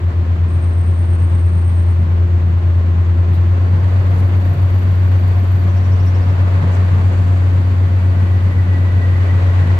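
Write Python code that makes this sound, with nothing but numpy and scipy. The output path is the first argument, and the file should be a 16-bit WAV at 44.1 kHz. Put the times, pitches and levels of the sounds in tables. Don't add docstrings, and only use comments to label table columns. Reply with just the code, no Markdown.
import sys
import numpy as np
from scipy import signal
from scipy.fft import rfft, irfft
from scipy.io import wavfile
from scipy.ndimage import uniform_filter1d

SR = 44100
rng = np.random.default_rng(int(sys.argv[2]) if len(sys.argv) > 2 else 0)


def unload_audio(sound):
    columns = np.transpose(np.atleast_2d(sound))
    steps = np.round(np.clip(columns, -1, 1) * 32767)
    wavfile.write(sys.argv[1], SR, steps.astype(np.int16))


N = 431738
TIME = np.arange(N) / SR
BINS = np.fft.rfftfreq(N, 1 / SR)

# time in seconds, dip in the drone from 0 to 1, thud level in dB.
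JOLTS = [(2.3, .2, -34), (2.61, .45, -31), (4.555, .55, -24), (6.98, 0, -24), (8.52, .3, -31)]
NEAR_ENGINE = dict(first_hz=83.8, low_hz=86.5, high_hz=92.1, opens_s=3.1, sag_hz_per_s=.17)
FAR_ENGINE = dict(first_hz=91.5, low_hz=95.54, high_hz=99.8, opens_s=2.91, sag_hz_per_s=.115)
PULL_S, NOTCH_S = 1, .85


def engines():
    # multiple of the six-cylinder cycle, level in dB in the low and high notch.
    cycle_orders = [(1, -64, -51), (5, -46, -37), (7, -48, -44), (12, -39, -39), (18, -53, -41.5),
                    (20, -54, -58), (37, -66, -49.5), (42, -52, -64), (46, -70, -49), (79, -70, -66),
                    (92, -61, -70), (100, -75, -56)]
    near_hz, far_hz = firing(**NEAR_ENGINE), firing(**FAR_ENGINE)
    near, far = turns(near_hz), turns(far_hz)
    near_db = settling(-11.5, offset_db=-6, seconds=.48) + .3 * drift(4)
    far_db = settling(-27.5, offset_db=5.5, seconds=1.1) + .8 * drift(2)
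    boom = amp(near_db) * np.cos(2 * np.pi * near) - amp(far_db) * np.cos(2 * np.pi * far)
    for s, depth, _ in JOLTS:
        boom *= 1 - depth * bump(s, .025)
    revs = notch()
    cycle, cycle_hz = near / 6, near_hz.mean() / 6
    overtones = sum(amp(low + (high - low) * revs) * tone(k * cycle, k * cycle_hz, waver=.25)
                    for k, low, high in cycle_orders)
    far_fourth = tone(4 * far, 4 * far_hz.mean(), waver=.25)
    return np.sqrt(2) * boom + overtones + amp(-53 - 13 * revs) * far_fourth


def running_gear():
    # frequency in Hz, relative level in dB.
    rumble = [(12, -20), (30, -13), (48, -2.5), (70, -3.5), (100, 2), (150, -4), (200, -7), (250, -8),
              (330, -12.5), (450, -24), (700, -60)]
    roar = [(200, -33), (340, -3.5), (450, -1), (620, -0.5), (800, -5), (1080, -2.5), (1400, -9.5),
            (2000, -12.5), (3500, -48.5)]
    hiss = [(700, -28), (1400, 2), (1900, 0), (2500, -2.5), (3200, -7.5), (4400, -12), (5100, -18),
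            (6500, -20), (8200, -23), (9000, -39.5), (14000, -44.5)]
    fizz = [(4000, -21), (7000, -0.5), (9500, -1.5), (11500, -1), (13300, -0.5), (14200, -3.5), (15700, -8)]
    roar_swell, hiss_swell = swells()
    ripple = unit(uniform_filter1d(uniform_filter1d(rng.standard_normal(len(BINS)), 160), 160))
    panels_db = .9 * ripple / (1 + (BINS / 1500) ** 2)
    track = drift(25)
    firings = turns(firing(**NEAR_ENGINE))
    clatter = np.cos(2 * np.pi * firings)
    crank = np.cos(2 * np.pi * firings / 3)
    shudder = np.cos(4 * np.pi * turns(shaft_speed()))
    rumble_db = driven(-28, notch_db=.5, doubling_db=1.7) + .5 * drift(13)
    roar_db = driven(-36.5, notch_db=2.13, doubling_db=.6) + roar_swell + .76 * track
    hiss_db = driven(-43.5, notch_db=2.7, doubling_db=.9) + hiss_swell + .69 * track + .36 * clatter
    out = sum(amp(db) * saloon_noise(amp(spectrum(colour) + panels_db))
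              for db, colour in [(rumble_db, rumble), (roar_db, roar), (hiss_db, hiss)])
    fizz_db = driven(-74, notch_db=10.4, doubling_db=1.5) + .8 * drift(25) + 1.1 * drift(300)
    shake_db = .5 * clatter + 1.1 * crank * notch() + .6 * shudder
    return out + amp(fizz_db + shake_db) * saloon_noise(amp(spectrum(fizz)))


def wheels():
    # time in seconds, strength in dB.
    flange_bites = [(8.51, 6.5), (8.6, 7), (8.75, 7), (8.9, 5), (9.04, 8.5), (9.16, 5.5), (9.3, 7.5)]
    angle = turns(shaft_speed()) / 4.46
    contact = np.cos(np.pi * (angle + .18)) ** 4
    roar_swell, _ = swells()
    drum = amp(-29.5 + 1.7 * roar_swell) * contact * ringing(148, 86)
    bites = sum((amp(db) - 1) * bump(s, .021) for s, db in flange_bites)
    note = tone(turns(1946 + 32 * drift(70)), 1948, waver=.15)
    flange = spell(7.5, 13, attack=1.2, release=1, db=-42) * (ringing(1948, 90) + 1.4 * bites * note)
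    return drum + flange


def fan():
    blade_hz, overtones_db, fade_db_per_s = 351, [0, -12, -14], 1
    db = settling(-40, offset_db=-4, seconds=.78) - fade_db_per_s * since(NEAR_ENGINE["opens_s"])
    blades = turns(blade_hz + .798 * drift(1.5))
    hum = sum(amp(level) * tone(k * blades, k * blade_hz, waver=.12)
              for k, level in enumerate(overtones_db, 1))
    return amp(db) * (hum + .22 * ringing(blade_hz, 30))


def shaft():
    angle = turns(shaft_speed())
    angle -= np.interp(4.196, TIME, angle)

    def stroke(at, length):
        return np.exp(-(((angle - at + .5) % 1 - .5) / length) ** 2)

    def knock(at, length):
        return np.exp(-((angle - at) % 1) / length)

    squeal = unit(ringing(8565, 90) * (2.2 + stroke(.05, .2))
                  + .8 * ringing(8730, 40) * (.63 + stroke(.23, .23)))
    tick_ring = (ringing(12900, 450) + .8 * ringing(13400, 600)
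                 + .55 * ringing(14200, 700) + 1.05 * ringing(11500, 4500))
    knocks = knock(-.04, .11) + .7 * knock(.47, .11) + .16
    ticks = unit(tick_ring * knocks * amp(2.5 * drift(12)))
    chirp_start_s, chirp_hz, climb_hz, sink_hz_per_s = 5.6, 5800, 1400, 750
    rub = (angle + .2) % 1
    centre = chirp_hz - sink_hz_per_s * (TIME - chirp_start_s)
    pitch = centre + climb_hz * (rub - .5) + 130 * drift(20) + 150 * drift(400)
    sweep = np.cos(2 * np.pi * turns(pitch) + 1.3 * np.array([drift(300), drift(300)]))
    scrape = .3 * ringing(chirp_hz, 800) * stroke(.59, .38)
    chirps = unit((sweep * stroke(.27, .2) + scrape) * amp(1.5 * drift(6)))
    return (spell(.42, 2.08, attack=.15, release=.26, db=-53.5) * squeal
            + spell(3.95, 5.95, attack=.2, release=.3, db=-61) * ticks
            + spell(chirp_start_s, 6.44, attack=.18, release=.25, db=-55.5) * chirps)


def body():
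    # time in seconds, level in dB, half length in seconds, centre in Hz, width in octaves.
    rattles = [(3.348, -55, .02, 11500, 0.54), (3.353, -50.5, 0.025, 3600, .3),
               (4.193, -51, 0.018, 7500, .7), (6.07, -57, .03, 9000, .6), (6.748, -49, .035, 6400, 0.38),
               (7.254, -59.5, 0.36, 7200, .25), (8.036, -65, .04, 11000, .5)]
    out = np.zeros((2, N))
    grain = amp(2.5 * drift(150))
    for s, db, length, hz, octaves in rattles:
        colour = np.exp(-.5 * (np.log2((BINS + 1) / hz) / octaves) ** 2)
        out += amp(db) * bump(s, length) * grain * saloon_noise(colour)
    thuds = sum(amp(db) * bump(s, .025) for s, _, db in JOLTS)
    return out + thuds * ringing(120, 110)


def gear():
    opens_s, rise_s, rise_db, fade_db_per_s = FAR_ENGINE["opens_s"], .7, 8, 1.2
    mesh_hz = 45.5 * firing(**FAR_ENGINE)
    db = -67.5 + rise_db * ramp(opens_s, rise_s) ** 4 - fade_db_per_s * since(opens_s + rise_s)
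    phases = np.array([turns(mesh_hz + 45 * drift(60)) for _ in range(2)])
    return amp(db) * np.sqrt(2) * np.cos(2 * np.pi * phases)


def high_whine():
    return spell(3.3, 10.5, attack=2, release=2, db=-62) * amp(1.8 * drift(14)) * ringing(4540, 190)


def loose_panel():
    cycle = turns(firing(**NEAR_ENGINE)) / 6
    knocks = np.exp(-(cycle % 1) / .13) * amp(2 * drift(8))
    return spell(5.8, 10, attack=1.5, release=.8, db=-72) * unit(knocks * ringing(9900, 1800))


def firing(first_hz, low_hz, high_hz, opens_s, sag_hz_per_s):
    climb = (low_hz - first_hz) * ramp(0, PULL_S) + (high_hz - low_hz) * ramp(opens_s, NOTCH_S)
    return first_hz + climb - sag_hz_per_s * since(opens_s + NOTCH_S)


def notch():
    return ramp(NEAR_ENGINE["opens_s"], NOTCH_S)


def shaft_speed():
    # time in seconds, turns a second.
    speeds = [(0, 7.5), (1.3, 8.7), (4.2, 11.6), (5, 12.15), (6, 13.2), (9.8, 16)]
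    return np.interp(TIME, *np.transpose(speeds))


def driven(db, notch_db, doubling_db):
    speed = shaft_speed()
    return db + notch_db * notch() + doubling_db * np.log2(speed / speed[0])


def swells():
    # peak time in seconds, half length in seconds, roar rise in dB, hiss rise in dB.
    stretches = [(3.904, 0.5, 2, 0), (6.676, 0.48, 4, 2), (9.8, 0.72, 3.5, 3.5)]
    return sum(np.outer([roar, hiss], bump(s, length)) for s, length, roar, hiss in stretches)


def saloon_noise(gain):
    # frequency in Hz, left-right correlation from -1 to 1.
    likeness = [(60, 1), (140, 0.96), (200, 1), (290, 0.68), (640, 0.4), (1400, -0.28), (3000, 0.017)]
    mid, side = rfft(rng.standard_normal((2, N)))
    same = np.clip(spectrum(likeness), -1, 1)
    mid, side = mid * np.sqrt(1 + same), side * np.sqrt(1 - same)
    return unit(irfft(np.array([mid + side, mid - side]) * gain, N))


def ringing(hz, width_hz):
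    return saloon_noise(1 / (1 + (2 * (BINS - hz) / width_hz) ** 2))


def tone(phase, hz, waver):
    apart = min(hz / 900, 1.2) * np.array([[.5], [-.5]])
    level = np.sqrt(2) * (1 + waver * drift(3.4))
    return level * np.cos(2 * np.pi * (phase + rng.random()) + waver * drift(.58) + apart)


def drift(rate):
    return unit(irfft(rfft(rng.standard_normal(N)) * np.exp(-.5 * (BINS / rate) ** 2), N))


def spell(start, end, attack, release, db):
    return amp(db) * ramp(start, attack) * (1 - ramp(end - release, release))


def settling(db, offset_db, seconds):
    return db + offset_db * np.exp(-TIME / seconds)


def ramp(start, length):
    return np.clip((TIME - start) / length, 0, 1)


def bump(peak_s, half_length_s):
    return np.exp(-((TIME - peak_s) / half_length_s) ** 2)


def since(start):
    return np.maximum(TIME - start, 0)


def spectrum(points):
    hz, value = np.transpose(points)
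    return np.interp(np.log(BINS + 1), np.log(hz), value)


def turns(hz):
    return np.cumsum(hz) / SR


def amp(db):
    return 10 ** (np.asarray(db) / 20)


def unit(x):
    return x / np.sqrt(np.mean(x ** 2) + 1e-20)


def scene():
    drone = engines() * amp([[.75], [-.75]])
    bed = (fan() + running_gear() + wheels() + high_whine()) * amp([[.4], [-.4]])
    return drone + bed + gear() + shaft() + loose_panel() + body()


def record(dry):
    low_pass = signal.firwin(511, cutoff=15750, window=("kaiser", 9), fs=SR)
    return signal.oaconvolve(dry, low_pass[None], "same")


dry = scene()
out = record(dry)
unload_audio(out)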